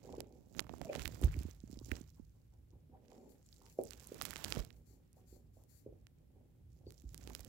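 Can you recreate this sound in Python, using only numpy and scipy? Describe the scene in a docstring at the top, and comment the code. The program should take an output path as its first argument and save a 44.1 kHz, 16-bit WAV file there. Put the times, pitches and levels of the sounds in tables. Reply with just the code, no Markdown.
"""A large dog chews a hollow bone on a carpet, heard from a phone on the floor. At first teeth knock and
grind, the bone drops with thuds, and a hand and carpet fibres rustle, tick and pop at the phone's right
microphone. After 2 s come soft grinding and sniffs. From 3 s the dog puffs through its nose and bites
harder, and the rustle builds again. From about 4.7 s the chewing and puffing go on almost alone,
until rustle and a few soft thuds return near 7 s."""
import sys
import numpy as np
from scipy import signal
from scipy.fft import rfft, irfft
from scipy.io import wavfile

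SR = 44100
rng = np.random.default_rng(int(sys.argv[2]) if len(sys.argv) > 2 else 0)


def put_to_file(sound):
    """Save the sound as 16-bit audio at rate SR, in the file named by the first command-line argument."""
    columns = np.atleast_2d(sound).T  # one column per channel
    safe = np.clip(columns, -1, 1)
    whole_steps = np.round(safe * 32767)
    wavfile.write(sys.argv[1], SR, whole_steps.astype(np.int16))


N = 329868

# tone of the quiet room: f/Hz, level/dB
ROOM_TONE = [(40, -3.5), (100, -2.5), (180, -7), (350, -14.5), (500, -27.5), (700, -41.5), (1000, -35),
             (2500, -37.5), (7000, -43.5), (13000, -39.5)]
# how alike the room tone is left and right: f/Hz, likeness (0 to 1)
ROOM_LIKENESS = [(60, 1), (400, 0), (1000, 0), (4000, 0)]

# notes the floorboards ring at: f/Hz, width/Hz, level/dB
BOARD_MODES = [(57, 16, 4.5), (79, 21, -6), (107.8, 25, -1), (152.6, 20, -5.5)]
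# floor rumble under the dog: t/s, relative level/dB
RUMBLE = [(0, -69), (.2, -61), (.6, -70), (.73, -55.5), (.9, -75), (1.16, -52.5), (1.2, -62),
          (1.242, -31.5), (1.32, -45), (1.39, -46), (1.58, -59), (1.65, -54), (1.92, -54.5), (2.42, -67.5),
          (2.55, -61), (2.94, -62), (3.07, -73.5), (3.73, -66), (3.77, -80), (3.806, -62), (4.26, -64.5),
          (4.59, -54), (4.69, -61.5), (5.06, -69), (5.5, -61), (5.8, -70.5), (5.88, -59.5), (6.5, -67.5),
          (6.87, -56), (6.99, -64.5), (7.06, -55.5), (7.31, -59), (7.478, -65)]
# bone or phone landing: t/s, right peak/dB, base f/Hz, left minus right/dB, ring time/s
THUDS = [(0.1254, -47, 78, -6, 0.11), (0.598, -47, 76, -18.5, 0.051), (0.743, -43, 67, -22, 0.12),
         (0.828, -43, 63.4, -24, 0.068), (1.008, -34.5, 63, -21, 0.12), (1.069, -35, 67, -19, 0.066),
         (1.2514, -16.5, 66.6, -11.5, 0.058), (1.2898, -34, 67.5, 7, 0.08), (1.3327, -37, 60, -5, 0.23),
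         (1.382, -26.5, 76, -5.5, 0.12), (1.4607, -36.5, 90, -34, 0.1), (1.928, -25.5, 68.4, -34, 0.03),
         (2.228, -45.5, 66, -24, 0.077), (4.518, -40, 75, -16.0, 0.092), (4.578, -31, 110, -22, 0.044),
         (4.6008, -26.5, 48, -33, 0.073), (4.7322, -49.5, 74.6, -8, 0.29), (7.0626, -38.5, 65.5, -7, 0.19),
         (7.316, -49, 53, -7.9, 0.086), (7.4095, -44.5, 59.7, -10, 0.093)]

# rubbing on the phone, in relative levels: t/s, rustle/dB, scratch over fine rustle/dB, low chafing/dB
RUBBING = [(0, -71.5, -1, -56.5), (.2, -69, 1.5, -52), (.274, -80.5, 1, -63), (.35, -74, -13, -61),
           (.529, -72.5, -14.5, -58.5), (.579, -54, -1, -42.5), (.649, -77.5, 7.5, -50),
           (.833, -62, -2.5, -48), (.913, -67, 6, -52), (.948, -54, 4.5, -42), (1.2, -60, -3, -49),
           (1.232, -56.5, 0.5, -33.5), (1.29, -62, 6, -52), (1.482, -61.5, -2, -58), (1.61, -75.5, -3, -70),
           (1.711, -66.5, -7.5, -53), (1.856, -63, -14, -59), (1.926, -58, 1.5, -44),
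           (2.15, -76, -10.5, -77.5), (2.65, -88.5, -12.5, -77.5), (2.95, -94, 3, -68.5),
           (3.113, -74.5, 2.5, -72.5), (3.29, -86.5, 2.5, -69), (3.48, -71.5, -10.5, -70),
           (3.687, -67, -9, -69), (3.771, -74, -15, -74), (3.841, -64.5, -18, -51), (3.926, -59, -3.5, -65),
           (4.076, -63, -3.5, -61), (4.18, -58, 1, -55), (4.235, -51.5, -2.5, -47), (4.41, -53, 1, -51.5),
           (4.57, -52, 3, -39), (4.83, -90, -0.5, -77), (5.3, -83, -0.5, -78), (5.45, -93, -9, -74),
           (5.75, -84, -5, -72.5), (5.9, -90.5, -5, -64.5), (6.2, -93.5, -1, -74.5),
           (6.66, -91.5, -5.5, -69), (6.74, -74.5, -18, -74), (6.84, -84, -15.5, -63),
           (6.91, -71, -11, -68.5), (7.07, -69, -19, -69), (7.149, -65.5, -7, -61),
           (7.288, -59.5, -3.5, -51), (7.478, -63, -2.5, -56.5)]
# tone of the fine rustle: f/Hz, level/dB
RUSTLE_TONE = [(1500, -24), (3500, -9), (5000, -2.5), (7500, 0), (8500, -11.5), (16000, -13.5)]
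# tone of the coarse scratch: f/Hz, level/dB
SCRATCH_TONE = [(300, -5.5), (1000, -0.5), (2500, -2.5), (4000, -6.5), (8000, -23.5)]
# tone of the dry crackle: f/Hz, level/dB
CRACKLE_TONE = [(3000, -22.5), (7000, -7.5), (10000, 0), (16000, 8.5)]
# loud snaps of carpet fibres: t/s, right peak/dB, f/Hz, width/octaves
FIBRE_SNAPS = [(.126, -40, 3850, 1.9), (0.1686, -45.5, 7000, 0.79), (0.2052, -21, 6300, 1.46),
               (.5498, -42.5, 1620, 1.3), (0.5943, -11.5, 2690, 1.42), (0.5972, -21.5, 3390, 2.3),
               (.6046, -19, 9000, 6.5), (0.645, -44, 900, 1.3), (.668, -41, 900, 1.3),
               (.694, -35, 1380, 1.94), (.7401, -40, 840, 0.48), (0.783, -38, 5620, 2.5),
               (0.8154, -28, 1390, 2.6), (0.8487, -31, 4460, 2.5), (0.9319, -28.5, 1590, 1.9),
               (0.9526, -22, 1750, 2.6), (0.961, -28, 3070, 1.9), (0.995, -25.5, 2070, 2.3),
               (1.0203, -25, 3900, 1.85), (1.0537, -22, 10100, 1.9), (1.0567, -19.5, 2700, 0.89),
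               (1.078, -13, 6940, 10), (1.215, -30.5, 11100, 0.87), (1.226, -29, 2810, 6.7),
               (1.238, -24.5, 2240, 2.7), (1.2453, -23.5, 10700, 1.2), (1.248, -28, 4800, 5.8),
               (1.3417, -36.5, 2370, 0.5), (1.3909, -32, 6960, 1.36), (1.433, -31, 8360, 2.3),
               (1.6037, -43, 5450, 0.8), (1.714, -40, 6800, 1.3), (1.7904, -36.5, 5350, .7),
               (1.8604, -42, 6080, 1), (1.8932, -39, 4580, 1.9), (1.9165, -21, 2080, 0.67),
               (1.955, -36, 5400, 0.67), (2.7059, -55, 5850, 0.85), (3.083, -50.5, 5000, 0.78),
               (3.1171, -46, 2690, 2.4), (3.3215, -49, 2850, 3.3), (3.461, -50, 6000, 1.7),
               (3.5282, -43, 4560, 0.44), (3.564, -46.5, 6200, .82), (3.6208, -45, 4700, 2),
               (3.665, -42.5, 2300, 2.2), (3.814, -37, 9000, 4.1), (3.8372, -27.5, 11300, 0.73),
               (3.8534, -37.5, 7800, 0.39), (3.908, -24, 5430, 1.8), (3.934, -30.5, 4100, 1.5),
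               (4.004, -33.5, 4000, 5.2), (4.044, -38, 8070, 1.6), (4.072, -30.5, 9900, 0.56),
               (4.1446, -30, 8090, 1.6), (4.214, -17, 1800, 2.17), (4.2217, -12, 6460, 12),
               (4.235, -29, 7150, 2), (4.2532, -11, 7000, 4.2), (4.2556, -25, 4780, 1.6),
               (4.265, -25, 3380, 3.1), (4.2733, -34, 3370, 2.3), (4.2907, -33, 3570, 2.9),
               (4.308, -15.5, 7400, 7.4), (4.3321, -33, 1700, .59), (4.3372, -27, 3540, 2.5),
               (4.3595, -23.5, 2670, 1.6), (4.3672, -24, 1860, 2.15), (4.3798, -27, 7200, 2),
               (4.442, -18.5, 4420, 2), (4.4461, -15, 4470, 1.73), (4.505, -22, 6510, 3),
               (4.524, -14.5, 3140, 1.26), (4.551, -26, 5620, 1.8), (4.5918, -24, 3580, 4.5),
               (4.6494, -29.5, 6350, 3.6), (4.7052, -39, 2880, 0.9), (5.1307, -47.5, 8430, .74),
               (5.638, -45.5, 10900, 1.3), (6.069, -39, 2900, 2.2), (6.9063, -33.5, 5800, 2.7),
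               (6.9225, -35, 9100, 3.8), (7.0204, -40.5, 5590, 3.1), (7.1453, -22.5, 5770, 4.5),
               (7.1783, -29.5, 7300, 1.4), (7.2751, -30.5, 3790, 1.9), (7.2998, -30, 2040, 5.1),
               (7.3506, -19, 4930, 2.1), (7.394, -30, 3520, 4.7), (7.4067, -28.5, 10400, 1.2),
               (7.4479, -27.5, 9690, 2.2)]
# skin slipping on the phone case: t/s, right peak/dB, base f/Hz, left minus right/dB
SKIN_POPS = [(0.2051, -37.5, 615, -13), (0.5616, -45, 234, -21), (0.5943, -32.5, 357, -44),
             (0.6185, -47.5, 700, -19.5), (0.6685, -53, 209, -9), (0.695, -35, 710, -25),
             (.738, -37, 300, -21), (0.74, -35.5, 750, -26), (0.8163, -31.5, 660, -24),
             (0.9583, -28.5, 473, -29), (1.056, -45, 285, -8), (1.0782, -43, 257, -14),
             (1.135, -56, 355, -25.3), (1.2447, -31, 248, -17), (1.351, -43.5, 250, -15),
             (1.4116, -38, 221, -26), (1.4555, -35, 224, -17), (1.488, -42.5, 313, -33.6),
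             (1.6411, -37.5, 210, -17), (1.7012, -40.5, 224, -16), (1.7328, -39.5, 223, -19.7),
             (1.7741, -39.5, 236, -21.4), (1.8163, -41, 280, -17.5), (1.8868, -43, 250, -22),
             (1.9214, -31, 248, -10.5), (1.9338, -40.5, 453, -27), (1.9881, -45, 253, -19.6),
             (2.0127, -39.5, 226, -18), (2.2003, -40, 223, -23), (4.2159, -31, 1113, -49),
             (4.2529, -40, 760, -32), (4.3608, -41, 317, -31), (4.4439, -38, 610, -34),
             (4.5244, -38, 393, -33.0), (4.717, -51, 233, -23), (7.1464, -49.5, 269, -13),
             (7.276, -42.5, 330, -26), (7.299, -43, 340, -25), (7.306, -42.5, 780, -29),
             (7.353, -49, 393, -23), (7.396, -46.5, 554, -19)]

# puffs through nose and lips: t/s, hold/s, left level/dB, high hiss over nose sound/dB
PUFFS = [(0.066, 0.073, -73.5, -10), (.654, 0.064, -84, -2), (.82, 0.19, -74, -7), (1.156, .04, -79, -6),
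         (1.252, .03, -75, -14), (1.94, .01, -72, -3), (3.113, 0.17, -78, -5), (3.301, 0.016, -67, 5),
         (3.448, 0.12, -76.5, -2), (3.647, .03, -75, -6), (3.696, .04, -69, 5), (3.786, .002, -67, 4),
         (3.947, .03, -79, -4), (4.05, 0.11, -69.5, 3), (4.347, .02, -67, 4), (4.463, 0.07, -64, 4),
         (4.762, .01, -73, 5.5), (4.867, 0.072, -70, 1), (5.165, 0.021, -73.5, 4), (5.277, 0.083, -68, 1.5),
         (5.54, 0.077, -75.5, 2.5), (5.696, 0.097, -67, 4), (6.879, 0.092, -83, -1), (7.29, .02, -76, 8)]
# bands the nose rings in: f/Hz, width/Hz, level/dB
NOSE_MODES = [(5770, 2700, -9.5), (7400, 550, -0.5), (2150, 1500, -15.5)]
# nostril whistle that grows as the air speeds up: f/Hz, width/Hz, level/dB
NOSTRIL_MODE = [(4580, 790, 0)]
# tone of the high hiss in a puff: f/Hz, level/dB
HISS_TONE = [(6000, -31), (8500, -3.5), (12000, 1.5), (16000, -2.5)]
# sniffs, squeaks and wheezes: t/s, length/s, left level/dB, f/Hz, width/Hz
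SNIFFS = [(0.842, 0.033, -54, 635, 60), (0.886, 0.023, -57, 2530, 300), (.89, .02, -40.5, 593, 121),
          (0.931, 0.04, -59, 2630, 600), (1.796, 0.045, -75, 955, 700), (2.16, 0.059, -77.5, 850, 600),
          (2.339, .05, -84.5, 800, 703), (2.517, 0.043, -81, 746, 692), (2.717, 0.052, -81.5, 753, 500),
          (2.912, 0.073, -66.5, 770, 253), (3.612, 0.094, -73, 920, 350), (3.68, 0.059, -78, 2620, 1200),
          (3.96, .05, -77, 1600, 300), (4.018, 0.069, -74, 984, 200), (4.374, 0.065, -68.5, 1700, 500),
          (4.442, .1, -76, 810, 300), (4.445, .1, -76.5, 1500, 500), (5.154, 0.068, -78.5, 782, 398),
          (5.564, 0.092, -78, 716, 397), (5.71, 0.065, -85.5, 1740, 502), (6.857, 0.051, -68.5, 4500, 300),
          (7.14, 0.036, -80, 1600, 120), (7.273, 0.059, -68, 780, 250)]

# notes the hollow bone rings at: f/Hz, width/Hz, level/dB
BONE_MODES = [(240, 110, 3.5), (396.7, 110, 2), (487.5, 71, 0), (573, 130, -2), (750, 110, -5),
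              (827, 270, -11), (2370, 170, -25)]
# teeth grinding along the bone: t/s, hold/s, relative level/dB
GRINDS = [(.06, .08, -56.5), (.2, 0.18, -65.5), (.5, 0.043, -82), (.72, 0.035, -75), (.89, 0.078, -57),
          (1.217, 0.025, -65.5), (1.39, .02, -78), (1.916, .01, -71.5), (2.35, 0.025, -80.5),
          (2.544, 0.019, -77.5), (2.739, 0.0092, -71.5), (2.93, 0.021, -68.5), (3.02, 0.04, -72.5),
          (3.11, 0.068, -62.5), (3.2, 0.044, -57.5), (3.6, 0.016, -71.5), (3.8, 0.06, -62),
          (3.93, 0.057, -70), (4.14, 0.033, -69.5), (4.4, 0.09, -70), (4.57, 0.036, -76),
          (4.74, 0.042, -72), (4.9, 0.068, -73), (5.18, 0.057, -73), (5.34, 0.026, -71), (5.58, 0.029, -75),
          (5.73, 0.05, -83.5), (5.88, 0.032, -73), (6.2, .04, -80), (6.37, 0.046, -70), (6.57, .06, -82),
          (6.79, .03, -73.5), (6.86, 0.024, -72.5), (7.12, 0.087, -81), (7.3, .05, -73), (7.45, .03, -67)]
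# teeth striking the bone: t/s, right peak/dB, f/Hz, left minus right/dB, ring time/s
KNOCKS = [(0.0535, -46.5, 443, -3, 0.092), (.093, -40.5, 730, -17, 0.07), (.143, -38, 750, -14, .08),
          (0.1833, -34.2, 381, -1, 0.23), (0.3352, -53, 320, -5, 0.091), (0.899, -30, 550, -7, 0.06),
          (0.9306, -47, 283, -18, 0.1), (0.995, -53, 349.0, -6.2, 0.12), (1.2295, -32.5, 324, -3.5, 0.096),
          (1.3699, -39, 276, 0, 0.12), (2.7359, -58, 326, -0.5, 0.087), (2.8996, -55.5, 268, 2, 0.11),
          (3.1218, -47.5, 720, -8, 0.12), (3.2783, -57, 376, 10, 0.15), (3.617, -54.5, 940, -2, 0.095),
          (3.79, -22, 490, -1, 0.13), (3.8056, -30, 535, -22, 0.047), (4.121, -33.5, 401, -5.5, 0.12),
          (4.3914, -44, 760, -6, 0.12), (4.5714, -30, 454, -7.5, 0.12), (4.9108, -55, 315, -4, 0.086),
          (5.1706, -55.5, 546, -10, 0.11), (5.3286, -49, 353, -4, 0.12), (5.5712, -52, 550, -6, 0.11),
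          (5.8646, -38, 410, -2, 0.1), (5.8741, -45.5, 387, -2, 0.092), (5.9265, -46.5, 438.0, -6, 0.2),
          (6.368, -56, 260, -6.5, 0.13), (6.8703, -41, 382, -2, 0.12), (7.0429, -48.5, 248, 0, 0.1)]
# wet clicks of teeth and tongue: t/s, relative peak/dB, f/Hz, width/octaves
WET_CLICKS = [(0.6943, -64, 2030, 1.5), (0.8184, -43, 2800, 2.6), (0.9315, -63, 1750, 1.6),
              (0.9504, -46, 1970, 1.7), (0.9942, -38, 1530, 1.9), (1.0537, -43, 2320, 2.3),
              (1.238, -44, 1590, 2.1), (1.92, -32, 1740, 4.9), (3.294, -49, 5390, 2.7),
              (3.4288, -59, 7300, 0.45), (3.464, -53, 7540, 0.24), (3.542, -50, 6650, 0.75),
              (3.684, -54, 3950, 0.97), (4.0357, -57, 2010, 3.1), (4.1471, -44, 5760, 2.4),
              (4.3402, -54, 7980, 1), (6.8673, -58.5, 3970, 0.56), (7.248, -50, 9200, 2.6)]


def amp(db):
    """Turns decibels into a gain to multiply by."""
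    return 10 ** (np.asarray(db) / 20)


def unit_power(x):
    """Scales a signal to an average power of 1."""
    return x / np.sqrt(np.mean(x ** 2) + 1e-20)


def curve_at(points, hz):
    """Looks up a table of (frequency, value) at any frequency."""
    f, value = np.transpose(points)
    return np.interp(np.log(hz + 1), np.log(f + 1), value)


def level(table, column):
    """Gain over time from one dB column."""
    rows = np.array(table)
    return amp(np.interp(np.arange(N) / SR, rows[:, 0], rows[:, column]))


def coloured(x, tone):
    """Turns low and high frequencies up or down to follow a tone table."""
    return irfft(rfft(x) * amp(curve_at(tone, np.fft.rfftfreq(N, 1 / SR))), N)


def ring(x, modes):
    """Makes x ring at each (f/Hz, width/Hz, level/dB), filtering twice for a cleaner band."""
    out = 0
    for k, (hz, width, db) in enumerate(modes):
        pole = np.exp((2j * np.pi * hz - np.pi * width) / SR)
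        once = signal.lfilter([1 - abs(pole)], [1, -pole], x)
        twice = signal.lfilter([1 - abs(pole)], [1, -pole], once)
        out = out + (-1) ** k * amp(db) * twice.real
    return out


def grit(per_s, spread_db, smooth):
    """Scattered clicks of uneven size, plus a share of smooth noise."""
    noise, draw, size = rng.standard_normal(N), rng.random(N), rng.exponential(1, N)
    clicks = noise * (draw < per_s / SR) * amp(spread_db * np.minimum(size, 4))
    return unit_power(unit_power(clicks) + smooth * rng.standard_normal(N))


def flecks(per_s, spread_db, smooth, fade_samples):
    """Tiny fading noise bursts of uneven size, plus a share of smooth noise."""
    draw, size = rng.random(N), rng.exponential(1, N)
    starts = (draw < per_s / SR) * amp(spread_db * np.minimum(size, 4))
    bursts = signal.lfilter([1], [1, -np.exp(-1 / fade_samples)], starts)
    return unit_power((unit_power(bursts) + smooth) * rng.standard_normal(N))


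def snap(hz, octaves, noise):
    """A sudden click, strongest around hz, with a brief rattle after it."""
    f = np.fft.rfftfreq(512, 1 / SR) + 1
    away = np.log2(f / hz) / octaves * np.where(f < hz, .7, 1)  # falls more slowly toward the bass
    log_gain = np.log(amp(np.maximum(-12 * away ** 2, -24)))
    fold = np.r_[1, np.full(255, 2), 1, np.zeros(255)]  # allows no sound before the start
    click = irfft(np.exp(rfft(irfft(log_gain) * fold)))[:256]
    rattle = amp(-20.5) * noise * np.exp(-np.arange(128) / 28)
    rattle[0] = 1
    return np.convolve(click, rattle)


def strokes(rows, rise_db_per_s, fall_db_per_s):
    """One gain curve a row, in steps of 64 samples: it climbs, holds and sinks."""
    t = np.arange(0, N + 64, 64) / SR
    s, hold, db = np.array(rows).T[:3, :, None]
    return amp(db - rise_db_per_s * np.maximum(s - t, 0) - fall_db_per_s * np.maximum(t - s - hold, 0))


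def summed(gains, rest_db):
    """Joins strokes and a resting level into one gain a sample by adding their powers."""
    total = np.sqrt((gains ** 2).sum(0) + amp(rest_db) ** 2)
    return np.interp(np.arange(N), np.arange(len(total)) * 64, total)


def add(mix, s, sound, db, pan_db):
    """Places a sound with its peak at time s: db on the right, db + pan_db on the left."""
    top = abs(sound).argmax()
    part = mix[:, round(s * SR) - top:][:, :len(sound)]
    part += np.outer(amp([db + pan_db, db]) / abs(sound[top]), sound[:part.shape[1]])


def room_tone(level_db=-68):
    """Distant house hum and microphone hiss."""
    hz = np.fft.rfftfreq(N, 1 / SR)
    left, other = rfft(rng.standard_normal((2, N)))
    alike = np.clip(curve_at(ROOM_LIKENESS, hz), 0, 1)
    right = alike * left + np.sqrt(1 - alike ** 2) * other
    spectrum = np.array([left, right]) * amp(curve_at(ROOM_TONE, hz))
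    return amp(level_db) * unit_power(irfft(spectrum, N))


def room_echo(x, ring_s=0.21):
    """The short, dull echo of a furnished room."""
    t = np.arange(9000) / SR
    tail = rng.standard_normal((2, 9000)) * amp(-60 * t / ring_s) * (t > .006)
    tail = signal.lfilter([.15], [1, -.85], tail)  # softens the treble
    return signal.fftconvolve(x.mean(0)[None], tail / np.linalg.norm(tail[0]), axes=1)[:, :N]


def floor():
    """Boards rumble as the dog shifts its weight, and swing with falling pitch at each landing."""
    shake = unit_power(ring(grit(per_s=60, spread_db=1.3, smooth=1.5), BOARD_MODES))
    out = level(RUMBLE, column=1) * shake * amp([[-1], [1.5]])  # left, right
    t = np.arange(-3000, 9000) / SR
    for s, db, hz, pan_db, ring_s in THUDS:
        swell = np.where(t < 0, np.exp(-(t * hz / 0.72) ** 2), amp(-60 * t / ring_s))
        cycles = hz * (0.69 * t - 0.0055 * np.expm1(-np.maximum(t, -.03) / 0.022))
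        add(out, s, -np.cos(2 * np.pi * cycles) * swell, db, pan_db)
    return out


def pressure(per_s, depth_db):
    """Uneven pressing: a random gain that wanders about per_s times a second."""
    band = signal.butter(1, [per_s / 2, per_s * 2], "band", fs=SR, output="sos")
    wander = signal.sosfilt(band, rng.standard_normal(N))
    return unit_power(amp(depth_db * unit_power(wander)))


def small_snaps(per_s=45, above_rubbing_db=14):
    """Lesser fibre snaps at random times and pitches, louder when the rubbing is stronger."""
    kinds = rng.random((16, 2))
    which = rng.integers(0, len(kinds), N)
    hit = rng.random(N) < per_s / SR
    size = hit * amp(above_rubbing_db + 3.45 * rng.standard_normal(N)) * level(RUBBING, column=1)
    out = 0
    for k, (pitch, width) in enumerate(kinds):
        click = snap(2700 * 2 ** (2.1 * pitch), 0.779 + 4.8 * width, rng.standard_normal(128))
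        out = out + signal.oaconvolve(size * (which == k), click / abs(click).max())[:N]
    return out


def rubbing():
    """Many small fibres brush the phone: rustle, scratch and crackle over a low chafing."""
    fine = unit_power(coloured(flecks(620, 7.5, 0.46, fade_samples=33), RUSTLE_TONE))
    scratch = unit_power(coloured(flecks(300, 2.1, 0.94, fade_samples=25), SCRATCH_TONE))
    crackle = unit_power(coloured(flecks(230, 1.6, 0.46, fade_samples=21), CRACKLE_TONE))
    chafe = ring(grit(150, 2.4, .6), modes=[(84, 150, 0.5), (240, 260, -2), (600, 500, -13.5)])
    rustle = fine + level(RUBBING, column=2) * scratch + amp(-4.5) * crackle
    rustle *= level(RUBBING, column=1) * pressure(per_s=8.8, depth_db=2.5)
    return amp(-2) * rustle + amp(-3) * level(RUBBING, column=3) * unit_power(chafe)


def handling():
    """At the right microphone, fibres rub and snap, and slipping skin pops with falling pitch."""
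    out = (rubbing() + small_snaps()) * amp([[-30], [0]])
    for s, db, hz, octaves in FIBRE_SNAPS:
        add(out, s, snap(hz, octaves, rng.standard_normal(128)), db, pan_db=-48)
    for s, db, hz, pan_db in SKIN_POPS:
        cycles = np.arange(round(4 * SR / hz)) * hz / SR
        pop = np.sin(2 * np.pi * 1.3 * cycles ** .8) * cycles ** 2 * np.exp(-2.8 * cycles)
        add(out, s, -pop, db, pan_db)
    return out


def breath(calm_db=-96):
    """Air swirls through the narrow nose and lips: puffs, mostly on the left, and short sniffs."""
    puffs = strokes(PUFFS, rise_db_per_s=900, fall_db_per_s=260)
    flow = summed(puffs, calm_db)
    hiss_share = summed(puffs * amp(np.array(PUFFS)[:, 3:]), calm_db) / flow
    air = np.array([grit(per_s=3600, spread_db=1.4, smooth=3) for side in range(2)])
    whistle = amp(-6) * (flow / flow.max()) ** 0.453 * unit_power(ring(air, NOSTRIL_MODE))
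    nose = unit_power(ring(air, NOSE_MODES)) + whistle
    hiss = hiss_share * unit_power(coloured(air, HISS_TONE))
    out = flow * (nose + hiss) / np.sqrt(1 + hiss_share ** 2) * amp([[0], [-12]])
    for s, length, db, hz, width in SNIFFS:
        progress = np.arange(round(length * SR)) / (length * SR)
        wheeze = ring(rng.standard_normal(6000), [(hz, width, 0)])[-len(progress):]
        sniff = unit_power(wheeze) * np.sin(np.pi * progress)
        side_db = -8 * np.log10(hz / 700)  # the right microphone is shaded from the treble
        out[:, round(s * SR):][:, :len(sniff)] += amp([[db], [db + side_db]]) * sniff
    return out


def chewing():
    """Teeth slip, catch and strike, making the bone ring; teeth and tongue click wetly on the left."""
    effort = summed(strokes(GRINDS, rise_db_per_s=340, fall_db_per_s=130), rest_db=-88.5)
    scrape = unit_power(ring(grit(per_s=400, spread_db=2.1, smooth=0.41), BONE_MODES))
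    out = effort * scrape * amp([[-2], [1]])
    t = np.arange(8000) / SR
    for s, db, hz, pan_db, ring_s in KNOCKS:
        cycles = t * hz - 2  # zero at the peak of the blow
        blow = np.cos(2 * np.pi * cycles) * np.exp(-(cycles / .75) ** 2)
        bone = unit_power(ring(rng.standard_normal(len(t)), BONE_MODES))
        fade = amp(-60 * t / ring_s) * np.clip(cycles, 0, 1)
        add(out, s, blow + amp(-19) * bone * fade, db, pan_db)
    for s, db, hz, octaves in WET_CLICKS:
        add(out, s, snap(hz, octaves, rng.standard_normal(128)), db - 6, pan_db=8)
    return out


def scene():
    """Mixes the dog and its echo with the floor, the touches on the phone and the quiet room."""
    dog = chewing() + breath()
    dog[0] = np.roll(dog[0], 6)  # left is 6 samples late: the dog is nearer the right microphone
    return dog + amp(-15) * room_echo(dog) + floor() + handling() + room_tone()


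def record(dry, low_hz=38, high_hz=15900):
    """The small microphones lose the deepest bass, and the phone cuts the highest treble."""
    thin = signal.sosfilt(signal.butter(2, low_hz, "high", fs=SR, output="sos"), dry)
    treble_cut = signal.firwin(511, high_hz, window=("kaiser", 9), fs=SR)
    return signal.oaconvolve(thin, treble_cut[None], "same")


dry = scene()
out = record(dry)
put_to_file(out)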